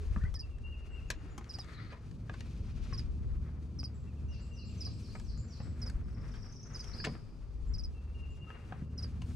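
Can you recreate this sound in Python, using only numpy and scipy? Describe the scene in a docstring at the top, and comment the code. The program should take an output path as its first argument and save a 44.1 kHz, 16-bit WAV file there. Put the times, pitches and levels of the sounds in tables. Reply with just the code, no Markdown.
"""A flooded forest: a small boat glides along, its electric motor humming through the hull.
The boat rocks and water washes and plops under it, over still air and faint insects.
A fishing rod is handled: it rustles, squeaks and knocks on the boat, making the hull ring.
A near bird gives sharp chips in twos and threes. Further off come whistles, thin high calls,
a see-saw song and a rising trill, all gliding tones that echo among the trunks."""
import sys
import numpy as np
from scipy import signal
from scipy.fft import rfft, irfft, next_fast_len
from scipy.io import wavfile
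from scipy.ndimage import uniform_filter1d

SR = 44100
rng = np.random.default_rng(int(sys.argv[2]) if len(sys.argv) > 2 else 0)


def to_wav(s):
    """Save 16-bit WAV."""
    ch = np.atleast_2d(s).T  # columns
    pcm = np.round(np.clip(ch, -1, 1) * 32767)  # PCM
    wavfile.write(sys.argv[1], SR, pcm.astype(np.int16))


N = 412335
T = np.arange(N) / SR

# Levels in all tables are relative: each sound gets its final loudness when it is mixed.
# flow of water along the hull: time_s, level_db
FLOW = [(0.0, -54), (0.88, -56), (2.54, -46.5), (4.25, -47), (4.53, -50), (4.97, -45.5), (5.41, -48),
        (5.85, -47), (6.22, -46.5), (6.52, -52), (7.15, -49.5), (7.43, -55), (7.87, -53), (8.6, -53),
        (8.81, -48), (9.3, -43.5)]


def undb(db):
    """Turn decibels into a number to multiply by."""
    return 10 ** (np.asarray(db) / 20)


def unit(x):
    """Scale a sound to an average strength (rms) of 1."""
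    return x / np.sqrt(np.mean(x ** 2) + 1e-20)


def curves(table, t=T):
    """Join the values in each column by straight lines in time."""
    times, *columns = np.transpose(table)
    return [np.interp(t, times, column) for column in columns]


def add(track, start_s, x):
    """Mix a sound into a track."""
    i = max(int(start_s * SR), 0)
    track[i:i + len(x)] += x[:max(N - i, 0)]


def colour(x, spectrum):
    """Shape a sound by (pitch_hz, level_db) points, silent outside them; strength 1."""
    hz, db = np.transpose(spectrum)
    size = next_fast_len(N)
    f = np.maximum(np.fft.rfftfreq(size, 1 / SR), 1)
    gain = undb(np.interp(np.log(f), np.log(hz), db, left=-np.inf, right=-np.inf))
    return unit(irfft(rfft(x, size) * gain, size)[..., :N])


def soften(x, hz):
    """Dull a sound above a given pitch."""
    return signal.sosfilt(signal.butter(2, hz, fs=SR, output="sos"), x)


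def drift(rate):
    """Smooth random wandering of size about 1, with rate new values a second."""
    points = rng.standard_normal(2000)
    path = np.interp(T * rate, np.arange(len(points)), points)
    return unit(uniform_filter1d(path, int(SR / rate / 2) + 1))


def swell(t, length, attack, release):
    """A loudness shape that rises, holds and falls back to silence."""
    return np.sin(np.pi / 2 * np.clip(np.minimum(t / attack, (length - t) / release), 0, 1))


def phase_of(hz):
    """The angle a wave has turned through as it follows a pitch curve."""
    return 2 * np.pi * np.cumsum(hz) / SR


def slurs(notes, waver):
    """Pure notes that bend through three pitches and waver in pitch and strength."""
    out = np.zeros(N)
    bend, flutter = 1 + waver * drift(90), undb(2 * drift(60))
    for s, length, start, middle, end, db in notes:
        progress = np.linspace(0, 1, int(length * SR))
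        i = max(int(s * SR), 0)
        arch = np.polyfit([0, .5, 1], [start, middle, end], 2)
        hz = np.polyval(arch, progress) * bend[i:i + len(progress)]
        add(out, s, undb(db) * signal.windows.tukey(len(hz), .55) * np.sin(phase_of(hz)))
    return out * flutter


def glides(notes, length_s, rise):
    """List notes of one length that all glide by the same share of their pitch."""
    return [(s, length_s, hz * (1 - rise), hz, hz * (1 + rise), db) for s, hz, db in notes]


def pan(x, left_db):
    """Make a sound left_db louder on the left than on the right."""
    return x * undb(np.array([[left_db], [-left_db]]) / 2)


def delay_left(x, lag):
    """Let a sound reach the left microphone lag samples later."""
    left, right = np.broadcast_to(x, (2, N))
    size = next_fast_len(N)
    delay = np.exp(-2j * np.pi * np.fft.rfftfreq(size) * lag)
    return np.array([irfft(rfft(left, size) * delay, size)[:N], right])


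def wide_noise(side_db, size=N):
    """Stereo noise; a higher side_db makes it wider."""
    mid, side = rng.standard_normal((2, size))
    return mid + undb(side_db) * side * np.array([[1], [-1]])


def forest(x, fade_s, build_s, side_db):
    """The echo of countless trunks builds up, then dies away by 60 dB every fade_s."""
    t = T[:SR]
    tail = wide_noise(side_db, size=SR) * (1 - np.exp(-t / build_s)) * undb(-60 * t / fade_s)
    return signal.fftconvolve(x[None], unit(tail) / np.sqrt(SR), axes=1)[:, :N]


def scatter(x):
    """Leaves and twigs on the way smear each note by a few milliseconds."""
    return forest(x, fade_s=.04, build_s=.001, side_db=-5)


def air_and_insects():
    """Still forest air is a soft, low noise; the insect chorus is a faint, high one."""
    # tone of the air: pitch_hz, level_db
    air_tone = [(150, 6), (400, 10), (700, -4), (1200, -4), (2000, -28), (2600, -22), (3500, -32),
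                (6000, -41), (8500, -36), (11000, -55), (15500, -32)]
    # tone of the insects: pitch_hz, level_db
    insect_tone = [(3000, -36), (4600, 16), (5300, 2), (6400, 6), (7700, -35), (10000, -19)]
    air = colour(wide_noise(side_db=-8), air_tone) * undb(-63 + .09 * drift(.48))
    insects = colour(wide_noise(side_db=1.5), insect_tone) * undb(-85.5 + .73 * drift(34))
    return air + insects


def motor():
    """The motor shakes the hull at multiples of its shaft's turning speed."""
    # shaft speed: time_s, turns_per_s
    shaft = [(0, 18.3), (1.2, 18.2), (2.2, 17.9), (3.2, 18.3), (5.9, 18.2), (7.2, 18.0), (8.3, 18.2),
             (9.35, 19.0)]
    # low hums at 3 and 4 times the shaft speed: time_s, third_db, fourth_db
    hum = [(0.33, -51.5, -44.5), (1.72, -54, -56), (3.41, -42, -44), (3.51, -49.5, -43.5),
           (5.25, -53.5, -49.5), (5.32, -39, -51), (5.5, -56.5, -46.5), (5.94, -38.5, -48),
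           (6.59, -67, -68), (6.81, -47, -51), (6.91, -57, -75), (6.96, -50, -49), (7.28, -58, -65),
           (7.56, -50, -59), (7.66, -46.5, -49), (8.7, -56.5, -52.5), (9.25, -44, -43)]
    # propeller tones, which grow with the flow: shaft_multiple, level_db
    propeller = [(6, -3), (8, -8), (11, -17), (13, -11.5)]
    angle = phase_of(curves(shaft)[0] * (1 + .0084 * drift(7.6)))
    third_db, fourth_db = curves(hum)
    flow_db = curves(FLOW)[0]
    skew = .39 * drift(9) * np.array([[1], [-1]])  # swaying puts left and right out of step

    def shake(multiple, db):
        """One tone of the motor, wavering in strength."""
        return undb(db + 2.23 * drift(7)) * np.sin(multiple * angle + skew + rng.uniform(0, 2 * np.pi))

    low = shake(3, third_db + 4) + shake(4, fourth_db + 5)
    high = sum(shake(multiple, flow_db + db) for multiple, db in propeller)
    return pan(low + high, left_db=.5)


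def rocking_boat():
    """With each sway the hull rumbles and air buffets the microphones."""
    # sways of the boat: peak_s, length_s, level_db
    sways = [(0, 0.62, -57), (0.213, 0.59, -39.5), (0.646, 0.52, -48.5), (1.115, 0.79, -49.5),
             (2.89, 0.92, -45), (3.363, 0.3, -45.5), (5.266, 0.49, -47.5), (5.99, 0.22, -40.5),
             (6.355, 0.64, -50), (6.9, 0.48, -51), (7.487, 0.73, -52), (7.774, 0.39, -38.5),
             (8.307, 0.23, -57), (8.87, 0.24, -69)]
    # tone of the hull's rumble: pitch_hz, level_db
    rumble_tone = [(8, -24), (30, 8), (50, 9.5), (70, -2), (110, -8), (220, -31)]
    # tone of the buffeting air: pitch_hz, level_db
    buffet_tone = [(10, -17), (24, 1), (36, -15), (60, -18.5)]
    rocking = undb(-59.5)  # a little remains between sways
    for s, length, db in sways:
        half = length / 2
        rocking = rocking + undb(db) * swell(T - s + half, length, half, half) ** 2
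    rumble = colour(wide_noise(side_db=-7.5), rumble_tone) * rocking * undb(3.5)
    buffet = colour(wide_noise(side_db=6), buffet_tone) * rocking * undb(-10.5)
    return pan(rumble, left_db=4) + buffet


def water():
    """Water washes along the hull as low noise and plops under it in short rising notes."""
    # tone of the wash: pitch_hz, level_db
    wash_tone = [(30, -39.5), (60, 2.5), (100, 11.5), (150, 2.5), (200, 0.5), (240, -2.5), (290, -9),
                 (450, -20.5), (700, -29.5), (1500, -87)]
    # plops under the hull: start_s, pitch_hz, level_db
    plop_notes = [(.725, 320, -62), (1.16, 318, -51), (1.225, 299, -48.5), (1.335, 290, -55),
                  (1.402, 358, -57), (1.825, 322, -55.5)]
    wash = colour(wide_noise(side_db=-24.5), wash_tone) * undb(curves(FLOW)[0] + 1 + 1.88 * drift(16))
    plops = slurs(glides(plop_notes, length_s=.038, rise=.088), waver=.035)
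    return pan(wash + plops, left_db=1.5)


def friction(rough_db, catch_db, side_db):
    """Noise of uneven strokes, with tiny ticks where the surfaces catch."""
    caught = rng.random(N) < 400 / SR  # about 400 ticks a second
    ticks = caught * rng.standard_normal(N) * undb(2 * rng.exponential(size=N))
    return (wide_noise(side_db) + undb(catch_db) * unit(ticks)) * undb(rough_db * drift(45))


def rod_handling():
    """Hands rub the rod, it slides and swishes over cloth, the line hisses and the gear squeaks."""
    # moves of the hands and rod: start_s, length_s, rub_db, swish_db, hiss_db
    moves = [(-.05, 0.42, -66, -74, -82), (0.78, 0.52, -66, -82, -94), (1.147, 0.36, -63, -79, -91),
             (1.442, 0.35, -64, -74.5, -81), (1.677, 0.44, -66.5, -79, -93),
             (2.26, 0.37, -65.5, -70.5, -82.5), (2.576, 0.53, -64, -70, -83.5), (3.375, 0.3, -67, -85, -93),
             (4.275, 0.21, -69, -74, -98), (4.658, 0.33, -70, -70.5, -83), (4.904, 0.45, -77, -75, -80.5),
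             (5.437, 0.43, -64, -79.5, -90), (5.745, 0.28, -61.5, -85, -81), (5.962, 0.61, -62, -93, -87),
             (6.63, 0.62, -59, -77, -81.5), (8.417, 0.46, -60.5, -85, -89),
             (8.936, 0.25, -66.5, -76, -83.5), (9.194, 0.39, -70, -75, -78)]
    # tones of the rubbing hands, rod tube, cloth and line: pitch_hz, level_db
    rub_tone = [(300, 13), (600, 5), (1000, 2.5), (1280, 7), (1500, 4.5), (1750, 3), (2200, 0.5),
                (2800, -8.5), (4300, -17), (6500, -39), (10000, -43)]
    tube_tone = [(900, -30), (1270, 10.5), (1500, -6), (1750, 4.5), (2150, 4.5), (2800, -16), (3500, -6),
                 (4100, -4), (4700, -3), (6000, -28)]
    swish_tone = [(1700, -25.5), (2400, 6), (2900, 1.5), (3500, -0.5), (4500, -1), (7000, -8.5)]
    hiss_tone = [(2000, -28.5), (4500, 2), (6500, 6.5), (9000, 8), (11000, -5), (13000, -2), (15500, -29)]
    # squeaks of shifting gear: start_s, length_s, start_hz, middle_hz, end_hz, level_db
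    squeaks = [(0, 0.041, 423, 401, 380, -50), (.168, 0.019, 1100, 1160, 1190, -54),
               (.172, 0.065, 1450, 1500, 1650, -62), (.21, 0.016, 1660, 1810, 1920, -50),
               (.23, 0.032, 1280, 1480, 1780, -55.5), (.248, 0.019, 1860, 2076, 2020, -48.5),
               (.36, 0.027, 1830, 1790, 1800, -63), (1.6, .045, 3900, 3750, 3570, -64),
               (1.722, 0.083, 4200, 4080, 3960, -61), (1.83, .07, 4500, 4320, 4180, -76),
               (7.078, 0.033, 1130, 1170, 1240, -59), (8.46, 0.064, 1327, 1350, 1170, -59)]
    moving = sum(np.outer(undb(levels), swell(T - s, length, attack=.12, release=.18))
                 for s, length, *levels in moves)
    holding = undb([[-71.5], [-81], [-89]])  # rub, swish and hiss while the rod is just held
    rubbing, swishing, hissing = np.hypot(moving, holding) * undb(drift(30))
    # the rod slides once and its tube rings
    sliding = undb(-59.5) * swell(T - 1.593, length=.39, attack=.23, release=.088)
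    grip = friction(rough_db=2.6, catch_db=-8, side_db=-5)
    cloth = friction(rough_db=1.7, catch_db=-12, side_db=-10)
    rub = colour(grip, rub_tone) * rubbing + colour(grip, tube_tone) * sliding
    swish = colour(cloth, swish_tone) * swishing * undb(3.5)
    hiss = colour(cloth, hiss_tone) * hissing * undb(5.5)
    squeak = slurs(squeaks, waver=.0296)
    squeak = squeak + undb(-4.5) * forest(squeak, fade_s=.11, build_s=.0056, side_db=-22)
    rustle = delay_left(rub + swish + undb(-1.5) * squeak, lag=1.2)
    return pan(rustle, left_db=4.5) + pan(hiss, left_db=-.1)


def ring(tones, push, detune):
    """A push rings an object's own fading tones; each blow lands on another spot. Peak 1."""
    t = T[:len(push)]
    body = np.zeros(len(t))
    for hz, db, fade_s in tones:
        loud, sharp, flip = rng.standard_normal(3)
        wave = np.sin(2 * np.pi * hz * (1 + detune * sharp) * t)
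        body += np.sign(flip) * undb(db + .23 * loud - 60 * t / fade_s) * wave
    ringing = signal.fftconvolve(push, body)[:len(t)]
    return ringing / np.abs(ringing).max()


def favour(tones, near_hz, slope_db):
    """The struck spot favours tones near one pitch; others lose slope_db an octave."""
    return [(hz, db - slope_db * abs(np.log2(hz / near_hz)), fade_s) for hz, db, fade_s in tones]


def knocks():
    """Each gritty blow clacks and rings the rod and hull, while its weight thuds in the floor."""
    # rod and gear hitting the boat:
    # start_s, ring_db, ring_hz, crack_db, dull_above_hz, thud_db, thud_hz, contact_s
    blows = [(0.101, -68, 600, -85, 4000, -27, 73, 0.0027),
             (.161, -35, 955, -71, 4000, -28.5, 189, 0.00083),
             (0.237, -47, 1500, -59.5, 5000, -23, 70.4, 0.0018),
             (0.288, -64, 750, -83, 4000, -34, 70, 0.0049), (0.34, -47, 1090, -52, 11900, -43, 151, 0.0036),
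             (.584, -60, 1500, -65, 9000, -65, 151, .0012),
             (1.102, -29, 2220, -37, 11900, -52, 191, 0.0019),
             (1.1035, -31.5, 2380, -36, 11500, -47, 94, 0.0016),
             (1.11, -44, 2400, -43, 11000, -43, 150, 0.0046),
             (1.378, -40, 1210, -50, 14200, -40, 293, 0.0059),
             (1.409, -47, 1290, -69, 4000, -57, 295, 0.0036),
             (1.443, -54, 1526, -55, 7000, -62, 190, 0.00057),
             (1.585, -41, 1280, -53, 9000, -47, 150, .0034), (1.644, -61, 2000, -57, 6000, -53, 190, .001),
             (1.921, -43.5, 1140, -65, 5000, -46, 190, 0.014),
             (2.112, -55, 2400, -63, 8000, -66, 190, 0.0013),
             (2.295, -33, 1270, -56, 3800, -40, 94, 0.0016),
             (2.337, -43, 1400, -55, 4500, -54, 150, 0.0081),
             (2.406, -40, 1920, -47, 5500, -41, 94, 0.0014), (2.805, -63, 1500, -80, 5000, -41, 151, .0015),
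             (2.923, -38.5, 1410, -69, 5000, -34.5, 151, 0.0076),
             (2.992, -49, 1700, -52, 6000, -29, 70, 0.0032), (3.83, -43, 1120, -57, 7000, -70, 190, 0.0014),
             (4.867, -48, 800, -79, 5000, -60, 190, 0.014), (5.151, -39, 1120, -56, 6000, -58, 190, 0.0059),
             (5.198, -55, 1230, -50, 9000, -55, 149, 0.00089),
             (5.376, -71, 1500, -60, 11000, -62, 190, 0.0008),
             (5.601, -44, 860, -74, 5000, -32, 151, 0.0078),
             (5.898, -51, 1300, -47, 9000, -52, 150, 0.0018),
             (6.337, -47.5, 1820, -61, 6000, -53, 190, 0.024),
             (6.842, -65, 1800, -53, 8000, -59, 190, 0.0015), (7, -40.5, 1750, -74, 3000, -65, 190, 0.0014),
             (7.041, -31, 1810, -43, 3000, -50, 290, 0.0028),
             (7.046, -30, 1520, -38.5, 6400, -34.5, 357, 0.0063),
             (7.055, -42, 604, -45.5, 5000, -40, 277, .004),
             (7.066, -33.5, 540, -49, 4000, -41, 284, 0.0062),
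             (7.071, -35, 487, -53, 4000, -29, 227, 0.0026),
             (7.095, -49, 500, -77, 3000, -32.5, 188, .0046),
             (7.118, -55, 550, -76, 3000, -35, 188, 0.0028),
             (8.502, -42.5, 1240, -88, 4000, -57, 190, 0.0013),
             (8.722, -32.5, 970, -72, 3000, -41.5, 187, 0.0024),
             (8.821, -76, 500, -85, 4000, -28.5, 152, 0.0016),
             (9.218, -49, 1110, -52, 7040, -41, 149, 0.0032)]
    # ringing tones of the hull, the floor and the hard rod and reel: pitch_hz, level_db, fade_s
    hull_tones = [(455, -7, 0.16), (522, 9, 0.012), (720, -1, 0.031), (830, -7.5, 0.025), (986, 3, 0.027),
                  (1080, -0.5, 0.025), (1244, -1, 0.026), (1500, -26, 0.008), (1687, 7.5, 0.012),
                  (1980, -2, 0.028), (2410, 4.5, 0.017), (2520, -16.5, 0.056), (2910, 8.5, 0.005)]
    floor_tones = [(71.5, 6, 0.044), (97, 6, 0.082), (145.5, -3.5, 0.17), (185.7, -0.5, 0.095),
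                   (235.5, -8, 0.083), (286, -8, 0.11), (353, -2.5, 0.085)]
    rod_tones = [(1580, -3, .025), (2150, 1, .015), (3020, 0, .018), (3280, -2, .012), (4450, -1, .016),
                 (5100, -6, .01), (6340, 2, .018), (7000, -6, .012), (7830, -2, .016), (8890, -9, .012),
                 (10600, -12, .01), (12500, -19, .01)]
    body, cracks, t = np.zeros(N), np.zeros(N), T[:SR // 4]
    for s, ring_db, ring_hz, crack_db, dull_above_hz, thud_db, thud_hz, contact_s in blows:
        force = np.exp(-t / contact_s) * (1 - np.exp(-t / .001))
        grit = rng.standard_normal(len(t)) * force
        edge = soften(grit, dull_above_hz)
        clack = np.diff(soften(edge, hz=4670), prepend=0)
        shove = np.diff(soften(force, hz=269), prepend=0)  # the heavy floor follows only slow pushes
        thud = ring(favour(floor_tones, thud_hz, slope_db=12), shove, detune=.026)
        hull = ring(favour(hull_tones, ring_hz, slope_db=8.5), soften(grit, hz=3800), detune=.039)
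        rod = ring(rod_tones, edge, detune=.02)
        add(body, s, undb(ring_db) * hull + undb(thud_db - 1) * thud)
        add(cracks, s, undb(crack_db) * (undb(2.5) * rod + undb(5.5) * clack / np.abs(clack).max()))
    dulled = soften(body + undb(1.5) * cracks, hz=4700)
    echo = undb(-9) * forest(dulled, fade_s=.13, build_s=.0022, side_db=-7)
    direct = pan(delay_left(body, lag=4.1), left_db=2) + pan(delay_left(cracks, lag=.35), left_db=3.5)
    return direct + echo


def near_bird():
    """Each chip snaps down in pitch, then sags while its overtones grow."""
    # chips: start_s, level_db
    chips = [(0.345, -41.5), (.391, -39.5), (1.492, -41.5), (1.537, -40), (1.589, -40), (2.93, -42),
             (2.976, -39.5), (3.788, -39), (3.837, -38), (4.805, -38.5), (4.849, -37.5), (5.816, -39.5),
             (5.862, -42), (6.744, -40), (6.792, -40.5), (7.736, -42), (7.782, -41.5), (7.835, -42.5),
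             (8.977, -40.5), (9.025, -40)]
    # echoes off the water and close trunks: delay_s, level_db
    echoes = [(.0041, -4.5), (0.01, -8.5)]
    length_s, top_hz, main_hz, snap_s, sag_hz_per_s = .022, 6500, 5320, .0016, 28000
    out, t = np.zeros(N), T[:int(length_s * SR)]
    shape = swell(t, length_s, attack=.0044, release=.0055)
    growth = undb(9.6 * (t / length_s - 1))
    for s, db in chips:
        sharp, steep = rng.standard_normal(2)
        hz = main_hz + (top_hz - main_hz) * np.exp(-t / snap_s) - sag_hz_per_s * (1 + .06 * steep) * t
        phase = phase_of(hz * (1 + .0053 * sharp))
        overtones = undb(-20.5) * np.sin(2 * phase) + undb(-31) * np.sin(3 * phase)
        chip = undb(db - 4) * shape * (np.sin(phase) + growth * overtones)
        add(out, s, chip)
        for delay_s, echo_db in echoes:
            add(out, s + delay_s * (1 + .077 * rng.standard_normal()), undb(echo_db) * chip)
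    echo = undb(-11) * forest(out, fade_s=.13, build_s=.00089, side_db=2)
    return pan(delay_left(out, lag=1.3), left_db=-2) + echo


def whistling_bird():
    """Whistles creep up in pitch, then droop and lose their strength."""
    # whistles: start_s, length_s, pitch_hz, level_db
    notes = [(0.416, 0.056, 2775, -55.5), (0.631, .13, 2765, -56.5), (0.896, 0.11, 2757, -56),
             (4.063, 0.05, 2710, -62), (4.275, .125, 2765, -61.5), (4.507, 0.14, 2747, -58),
             (7.933, 0.089, 2730, -64.5), (8.14, 0.12, 2780, -57.5), (8.403, .12, 2764, -55)]
    rise_hz_per_s, droop_hz, droop_s, fade_db = 680, 400, .014, 6
    out, bend = np.zeros(N), 1 + .014 * drift(80)
    for s, length, start_hz, db in notes:
        t = T[:int(length * SR)]
        droop = np.exp((t - length) / droop_s)
        hz = (start_hz + rise_hz_per_s * t - droop_hz * droop) * np.interp(s + t, T, bend)
        shape = swell(t, length, attack=.025, release=.006) * undb(db + 1 - fade_db * droop)
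        add(out, s, shape * np.sin(phase_of(hz)))
    return out * undb(2 * drift(50))


def thin_calls():
    """A bird gives short, high notes that fall slightly."""
    # calls: start_s, pitch_hz, level_db
    calls = [(.91, 7700, -73), (1.08, 6700, -65), (1.3, 6930, -66), (3.94, 7570, -68), (7.67, 7440, -66.5),
             (8.3, 7220, -68)]
    return slurs(glides(calls, length_s=.031, rise=-.026), waver=.0043)


def seesaw_bird():
    """One falling and rising phrase repeats, ending in a high flick that differs each time."""
    # repeats of the phrase: start_s, level_db, flick_after_s, flick_db
    repeats = [(4.28, -61, 0.12, -66), (4.529, -55.5, 0.12, -61), (4.77, -53, 0.14, -67),
               (4.997, -57.5, 0.14, -62.5), (5.236, -57.5, 0.13, -56.5), (5.474, -57.5, 0.14, -65.5)]
    # a held start, a steep fall, a rise: after_s, length_s, start_hz, middle_hz, end_hz, accent_db
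    phrase = [(0, .036, 6250, 5980, 5600, -7), (.022, .055, 5850, 5000, 3650, -.5),
              (.086, .052, 3800, 4600, 5500, -4)]
    notes = []
    for s, db, flick_after_s, flick_db in repeats:
        notes += [(s + after, length, *pitches, db + accent) for after, length, *pitches, accent in phrase]
        reach = 1 + .018 * rng.standard_normal()
        notes.append((s + flick_after_s, .04, 6850, 7550 * reach, 8200 * reach ** 2, flick_db))
    return slurs(notes, waver=.0171)


def trilling_bird():
    """A climbing run of tiny downward flicks, no two quite alike, ends in a flourish."""
    # course of the trill: time_s, pitch_hz, level_db
    course = [(6.039, 5400, -75), (6.25, 5380, -64), (6.43, 5390, -56.5), (6.6, 5780, -55.5),
              (6.72, 6030, -57.5), (6.91, 5510, -53)]
    # arched closing notes: start_s, length_s, start_hz, middle_hz, end_hz, level_db
    flourish = [(6.93, 0.024, 3700, 4850, 5170, -50.5), (6.973, 0.042, 4950, 4860, 3840, -44.5),
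                (6.997, 0.0283, 4210, 5040, 4480, -45.5), (7.022, 0.015, 4670, 5100, 6100, -47.5)]
    note_s, step_s = .016, .0349
    fall = np.array([1.08, 1, .78])  # start, middle and end as shares of the pitch
    times = np.arange(course[0][0], course[-1][0] + step_s / 2, step_s)
    notes = []
    for s, hz, db in zip(times, *curves(course, times)):
        late, sharp, loud, steep = rng.standard_normal(4)
        pitches = hz * (1 + .012 * sharp) * fall ** (1 + .2 * steep)
        notes.append((s - .005 + .0018 * late, note_s, *pitches, db + loud))
    return slurs(notes, waver=.019) + slurs(flourish, waver=.0172)


def far_birds():
    """Distant songs arrive with quick echoes off nearby trunks and the long echo of the deep forest."""
    whistle, seesaw, calls, trill = whistling_bird(), seesaw_bird(), thin_calls(), trilling_bird()
    deep = undb(-16.5) * forest(seesaw + calls + trill, fade_s=1.7, build_s=.034, side_db=-4)
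    bank_echo = np.zeros(N)
    add(bank_echo, start_s=.085, x=undb(-11) * scatter(whistle)[0])
    whistle = (undb(-4) * whistle + bank_echo
               + undb(-10) * forest(whistle, fade_s=.14, build_s=.002, side_db=-5)
               + undb(-8) * forest(whistle, fade_s=1.7, build_s=.04, side_db=-5))
    seesaw = (undb(-6.5) * seesaw + undb(-7.5) * scatter(seesaw)
              + undb(.5) * forest(seesaw, fade_s=.57, build_s=.0063, side_db=-4))
    calls = undb(-6) * calls + undb(-4.5) * forest(calls, fade_s=.61, build_s=.004, side_db=-20)
    trill = undb(-2) * (trill + scatter(trill)) + forest(trill, fade_s=.4, build_s=.006, side_db=-1.5)
    return pan(whistle, left_db=3.5) + seesaw + calls + trill + deep


def scene():
    """Birds, boat, rod and forest air together."""
    birds = near_bird() + far_birds()
    boat = knocks() + motor() + rocking_boat() + water() + rod_handling()
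    return birds + boat + air_and_insects()


def record(dry):
    """The right microphone is brighter in the high treble; the very highest treble is cut off."""
    size, top_hz = next_fast_len(N), 15600
    treble = np.interp(np.fft.rfftfreq(size, 1 / SR), [9000, 12500], [0, 1])
    heard = irfft(rfft(dry, size) * undb(np.outer([-3, 1.5], treble)), size)[:, :N]
    return signal.sosfilt(signal.ellip(8, .2, 70, top_hz, fs=SR, output="sos"), heard)


dry = scene()
out = record(dry)
to_wav(out)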